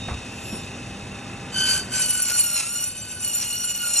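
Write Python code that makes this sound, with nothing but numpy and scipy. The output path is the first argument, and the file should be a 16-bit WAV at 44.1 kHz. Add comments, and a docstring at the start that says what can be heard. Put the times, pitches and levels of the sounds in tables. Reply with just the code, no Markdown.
"""A butcher's bandsaw

In a small steel-lined room the motor rumbles and hums, and the blade hisses in its guides.
A joint of meat thuds onto the table and is pushed into the blade. In the bone the blade squeals
near 1.5 kHz, sagging in pitch and turning rough under load, while the teeth rasp."""
import sys
import numpy as np
from scipy import signal
from scipy.fft import rfft, irfft
from scipy.io import wavfile

SR = 44100
rng = np.random.default_rng(int(sys.argv[2]) if len(sys.argv) > 2 else 0)


def transcribe(signal):
    """Save signal, clipped to [-1, 1], as a 16-bit WAV file at the path in sys.argv[1]."""
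    frames = np.atleast_2d(signal).T
    limited = np.clip(frames, -1, 1)
    pcm = np.round(limited * 32767).astype(np.int16)
    wavfile.write(sys.argv[1], SR, pcm)


N = 176400
T = np.arange(N) / SR
FREQS = np.maximum(np.arange(N // 2 + 1) * SR / N, 1)
BITE_S = 1.5   # the blade meets bone


def squeal(cut_db):
    """The blade sticks and slips in the bone. The more it is slowed, the brighter and rougher it gets."""
    # pitch of the squeal: time_s, pitch_hz
    pitch = [(1.52,1532),(1.95,1525),(2.1,1477),(2.2,1485),(2.3,1446),(2.42,1450),(2.54,1400),(2.63,1326),(2.72,1419),(2.86,1451),(2.95,1502),(3.19,1495),(3.3,1439),(3.45,1430),(3.7,1447),(3.85,1431),(3.97,1398)]
    # surges of the lowest partial (partials are tones at 1, 2, 3... times the pitch): time_s, level_db
    first_level = [(1.52,-55),(1.57,-30.5),(1.78,-29.5),(1.87,-57.5),(1.96,-29.5),(2.09,-44),(2.14,-38.5),(2.18,-34),(2.25,-49),(2.33,-33.5),(2.43,-55),(2.47,-40.5),(2.84,-47.5),(2.92,-54.5),(3.07,-48),(3.19,-47.5),(3.3,-55.5),(3.58,-50.5),(3.65,-43.5),(3.74,-54),(3.85,-37),(3.93,-47.5)]
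    # second partial, compared with the cut's force: time_s, level_db
    second_share = [(1.64,3),(1.72,-3),(2.2,-12.5),(2.6,-7.5),(3.1,-12),(3.7,-3),(4,-11.5)]
    # the teeth catch and an overtone shrieks: time_s, pitch_hz, boost_db
    snags = [(2.103,10100,18),(2.205,9100,11),(2.225,10700,20),(2.385,7500,7.5),(2.403,7500,4.5),(2.409,10900,14),(3.346,7750,12.5),(3.417,5640,15.5),(3.712,7160,13.5),(3.944,7500,12),(3.968,4300,9.5),(3.973,5500,7),(3.992,6900,10)]
    hz, = in_time(pitch)
    free_hz = 1540
    sag = (free_hz - hz) / free_hz   # fraction of the pitch lost under load
    wobble = 0.0329 * drift(rate=18)   # the meat is fed in unevenly
    jitter = 0.0836 * drift(rate=106)
    phase = turning(hz + hz * sag * (wobble + jitter))

    wheel_hz = 25
    throb_db = 2.5 * np.cos(2 * np.pi * wheel_hz * T)   # follows the turning of the drive
    first_db = in_time(first_level)[0] + throb_db
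    second_db = cut_db + in_time(second_share)[0]
    third_db = (second_db + cut_db) / 2 - 1 - 46 * sag   # fades under load
    dull_db = 76 * np.minimum(sag - .04, 0)   # a lightly loaded blade has weak upper partials
    stutter_db = 19 * sag * np.tanh(drift(rate=163))   # uneven grip shakes them all together
    upper_db = [cut_db + db + dull_db + stutter_db for db in (-5, -2, -3, -2, 1)]
    levels = [first_db, second_db, third_db] + upper_db

    out = 0
    for k, db in enumerate(levels, 1):
        height = k / len(levels)
        roughness = from_db(-1.5 + 39 * sag) * height ** 0.64
        # a narrow band of noise around the partial
        fuzz = drift(rate=112) * np.sin(k * phase) + drift(rate=112) * np.cos(k * phase)
        partial = np.sqrt(2) * np.sin(k * phase + 2 * np.pi * rng.random())
        partial *= flicker(depth_db=7.5 * np.sqrt(height), rate=38)
        snag_db = sum(boost_db * bell(T, time_s, width=0.0096) * bell(k * hz, snag_hz, width=1240)
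                      for time_s, snag_hz, boost_db in snags)
        out += from_db(db + snag_db) * (partial + roughness * fuzz) / np.hypot(1, roughness)
    return out


def rasp(cut_db):
    """Teeth scrape in uneven surges; in hard bone they crunch off a spray of chips."""
    # tone colour of the teeth: frequency_hz, level_db
    spectrum = [(300,-8),(600,-1),(1200,-1),(2000,1),(2550,9),(3500,-1),(4500,7),(5600,7),(11000,6),(12500,2)]
    # scraping, compared with the cut's force: time_s, level_db
    scrape_share = [(1.6,-1.5),(1.98,0),(2.1,-3),(2.54,-4.5),(2.62,6),(2.73,-7),(3.2,-4.5),(4,-4.5)]
    # hard spots in the bone: time_s, level_db
    crunches = [(1.69,-25.5),(2.3,-26),(2.385,-28),(2.592,-27),(2.63,-32),(3.431,-28)]
    colour = from_db(at_hz(spectrum))
    share_db, = in_time(scrape_share)
    scrape = from_db(cut_db + share_db) * flicker(depth_db=2, rate=77) * noise(colour)
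    chips_per_s = 1800
    clicks = (rng.random(N) < chips_per_s / SR) * rng.standard_normal(N)
    chips = rms_one(irfft(rfft(clicks) * colour, N))
    bursts = sum(from_db(db) * bell(T, time_s, width=0.024) for time_s, db in crunches)
    return scrape + bursts * chips


def drone(cut_db):
    """The loaded saw drones, louder the harder it cuts."""
    # tones of the drone, compared with the cut's force: pitch_hz, level_db
    tones = [(597,-27.5),(838,-28.5),(1155,-29)]
    return sum(from_db(cut_db + db) * tone(hz) for hz, db in tones)


def landings():
    """Soft meat thuds on the steel table with a dull slap."""
    # the meat hits the table: start_s, thud_db, thud_hz, thud_fade_s (to fall 60 dB), slap_db, slap_top_hz
    hits = [(0.074,-26.5,119,0.23,-39,400),(.083,-22,725,0.037,-29,1160),(0.111,-24.5,70.4,0.33,-40,900),(0.525,-22.5,215,0.13,-33,420)]
    attack_s, slap_fade_s = 0.0017, 0.29
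    out = 0
    for start_s, thud_db, thud_hz, thud_fade_s, slap_db, slap_top_hz in hits:
        age = np.maximum(T - start_s, 0)
        thud = from_db(thud_db - 60 * age / thud_fade_s) * np.sin(2 * np.pi * thud_hz * age)
        dull_noise = noise(1 / np.sqrt(1 + (FREQS / slap_top_hz) ** 3))
        slap = from_db(slap_db - 60 * age / slap_fade_s) * dull_noise
        attack = 1 - np.exp(-age / attack_s)
        out += attack * (thud + slap)
    return out


def flesh():
    """Before and around the first bone the blade swishes through soft meat."""
    start_s, end_s, fade_s = 1.1, 1.98, 0.03
    centre_hz, level_db = 1230, -47.5
    inside = np.clip(np.minimum(T - start_s, end_s - T) / fade_s, 0, 1)
    return from_db(level_db) * inside * noise(np.exp(-np.log2(FREQS / centre_hz) ** 2))


def chirps():
    """The free-running blade gives short, thin squeaks, each on one of its overtones."""
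    # squeaks of the blade: middle_s, half_length_s, pitch_hz, level_db
    squeaks = [(0.037,0.11,3693,-40),(0.51,0.14,7335,-45),(0.544,.08,5502,-45.5),(0.563,0.029,9135,-38),(0.49,0.15,11000,-44)]
    return sum(from_db(db) * bell(T, middle_s, half_s) * tone(hz) for middle_s, half_s, hz, db in squeaks)


def guides():
    """The running blade hisses and rings in its guides."""
    # tone colour of the hiss: frequency_hz, level_db
    spectrum = [(1500,-3),(2600,-3),(4200,1.5),(5800,3.5),(8000,-0.5),(9700,-2.5),(11500,-60)]
    # loudness of hiss and ringing together: time_s, level_db
    loudness = [(0,-44),(.55,-43.5),(1.05,-46.5),(4,-50)]
    # ringing, compared with the hiss: pitch_hz, half_width_hz, level_db
    resonances = [(2562,50,-1),(2690,19,-4),(2870,240,-5.5),(3660,62,-5.5)]
    rings = sum(from_db(db) * noise(1 / (1 + ((FREQS - hz) / width) ** 2)) for hz, width, db in resonances)
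    hiss = noise(from_db(at_hz(spectrum)))
    return from_db(in_time(loudness)[0]) * (hiss + rings) * flicker(depth_db=1.04, rate=92)


def motor():
    """The wheels rumble, the mains hum, and the drive's whine swells, then fades once the blade bites."""
    # tone colour of the motor and wheels: frequency_hz, level_db
    spectrum = [(25,-36),(36,-6),(48,-4.5),(110,4),(220,-3),(550,-9.5),(1100,-15.5),(2000,-15.5),(3500,-29.5)]
    # loudness of rumble and hum together: time_s, level_db
    loudness = [(0,-37.5),(1.9,-36.5),(2.15,-42.5),(2.6,-46.5),(3.2,-43.5),(4,-46.5)]
    # steady motor tones, compared with the rumble: pitch_hz, level_db
    hum_tones = [(100,-15),(199,-10.5),(244,-11)]
    hum = sum(from_db(db) * tone(hz) for hz, db in hum_tones)
    peak_db, swell_db_per_s, fade_s = -48.5, 4.5, 0.21
    swell = from_db(peak_db + swell_db_per_s * np.minimum(T - BITE_S, 0))
    fade = np.clip(1 - (T - BITE_S) / fade_s, 0, 1)
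    whine = swell * fade * tone(hz=797.4)
    rumble = noise(from_db(at_hz(spectrum)))
    return from_db(in_time(loudness)[0]) * (rumble + hum) + whine


def room(sound):
    """The steel walls throw back a short, dense echo."""
    fade_s, stereo_width, level_db = 0.09, 0.8, -13
    age = T[:SR // 2]
    mid, side = rng.standard_normal((2, len(age))) * from_db(-60 * age / fade_s)
    tail = mid + stereo_width * side * [[1], [-1]]
    tail /= np.sqrt(np.sum(tail ** 2) / 2)
    return from_db(level_db) * signal.fftconvolve(sound[None], tail, axes=1)[:, :N]


def tone(hz):
    """A machine tone that wavers slightly in pitch and loudness."""
    phase = turning(hz * (1 + .003 * drift(rate=6)))
    return np.sqrt(2) * np.sin(phase) * flicker(depth_db=1.5, rate=10)


def noise(gain):
    """Stereo noise of average power 1, shaped by a gain for each frequency."""
    # how alike left and right are: frequency_hz, likeness (1 = the same)
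    likeness = [(100,1),(600,0.89),(1500,0.94),(3000,0.93),(6000,1)]
    alike = np.clip(at_hz(likeness), -1, 1)
    mid, side = rfft(rng.standard_normal((2, N)))
    left_right = np.sqrt(1 + alike) * mid + np.sqrt(1 - alike) * side * [[1], [-1]]
    return rms_one(irfft(gain * left_right, N))


def drift(rate):
    """A smooth random wander of typical size 1; a higher rate moves faster."""
    r = np.exp(-20 * np.pi * rate / SR)
    slow = signal.lfilter([1], [1, -2 * r, r * r], rng.standard_normal(N // 10 + 4002))[4000:]
    return np.interp(np.arange(N) / 10, np.arange(len(slow)), rms_one(slow))


def flicker(depth_db, rate):
    """A randomly wavering gain of average power 1."""
    return rms_one(from_db(depth_db * np.clip(drift(rate), -2, 2)))


def turning(hz):
    """The running phase (angle in the cycle) of a pitch, from a random start."""
    return 2 * np.pi * (np.cumsum(hz + np.zeros(N)) / SR + rng.random())


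def bell(x, centre, width):
    """A smooth bump of height 1."""
    return np.exp(-np.square((x - centre) / width))


def in_time(rows):
    """Join a table's points over time with straight lines, one curve per value column."""
    times, *columns = np.transpose(rows)
    return [np.interp(T, times, column) for column in columns]


def at_hz(points):
    """Join a table's points over frequency, with octaves evenly spaced."""
    hz, value = np.transpose(points)
    return np.interp(np.log(FREQS), np.log(hz), value)


def from_db(db):
    """Turn decibels into a gain."""
    return 10 ** (np.asarray(db) / 20)


def rms_one(x):
    """Scale a signal to an average power of 1."""
    return x / np.sqrt(np.mean(x ** 2) + 1e-20)


def scene():
    """The saw idles, the meat is put down, then the cut begins."""
    # force of the cut, as the loudness of the treble: time_s, level_db
    cut_force = [(1.515, -52), (1.565, -29), (1.76, -25), (1.78, -27), (1.88, -50), (1.94, -27), (2.0, -25),
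                 (2.3, -31), (2.4, -25.5), (2.43, -29.5), (2.59, -28), (2.62, -34.5), (2.84, -29.5),
                 (2.95, -41.5), (2.98, -35), (3.19, -39.5), (3.24, -31), (3.78, -32.5), (4.0, -25)]
    cut_db, = in_time(cut_force)
    biting = np.clip((T - BITE_S) / .02, 0, 1) * flicker(depth_db=1.2, rate=30)
    blade = biting * squeal(cut_db) + chirps()
    machine = motor() + guides()
    meat = landings() + flesh()
    cutting = biting * (rasp(cut_db) + drone(cut_db))
    return machine + meat + cutting + blade + room(blade)


def record(dry):
    """The treble reaches two microphone openings out of step, and the very top is cut off."""
    # how far the left side is ahead of the right: frequency_hz, lead_radians
    left_lead = [(2050,0),(2580,.8),(3300,.4),(4400,1.7),(4900,3.1),(5400,5.6),(5800,6.9),(6400,6.5),(7200,7.6),(10200,8.5),(11900,9.4)]
    shifted = irfft(rfft(dry) * np.exp(.5j * at_hz(left_lead) * [[1], [-1]]), N)
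    cutoff_hz = 12650
    return signal.sosfilt(signal.cheby2(16, 70, cutoff_hz, fs=SR, output="sos"), shifted)


dry = scene()
out = record(dry)
transcribe(out)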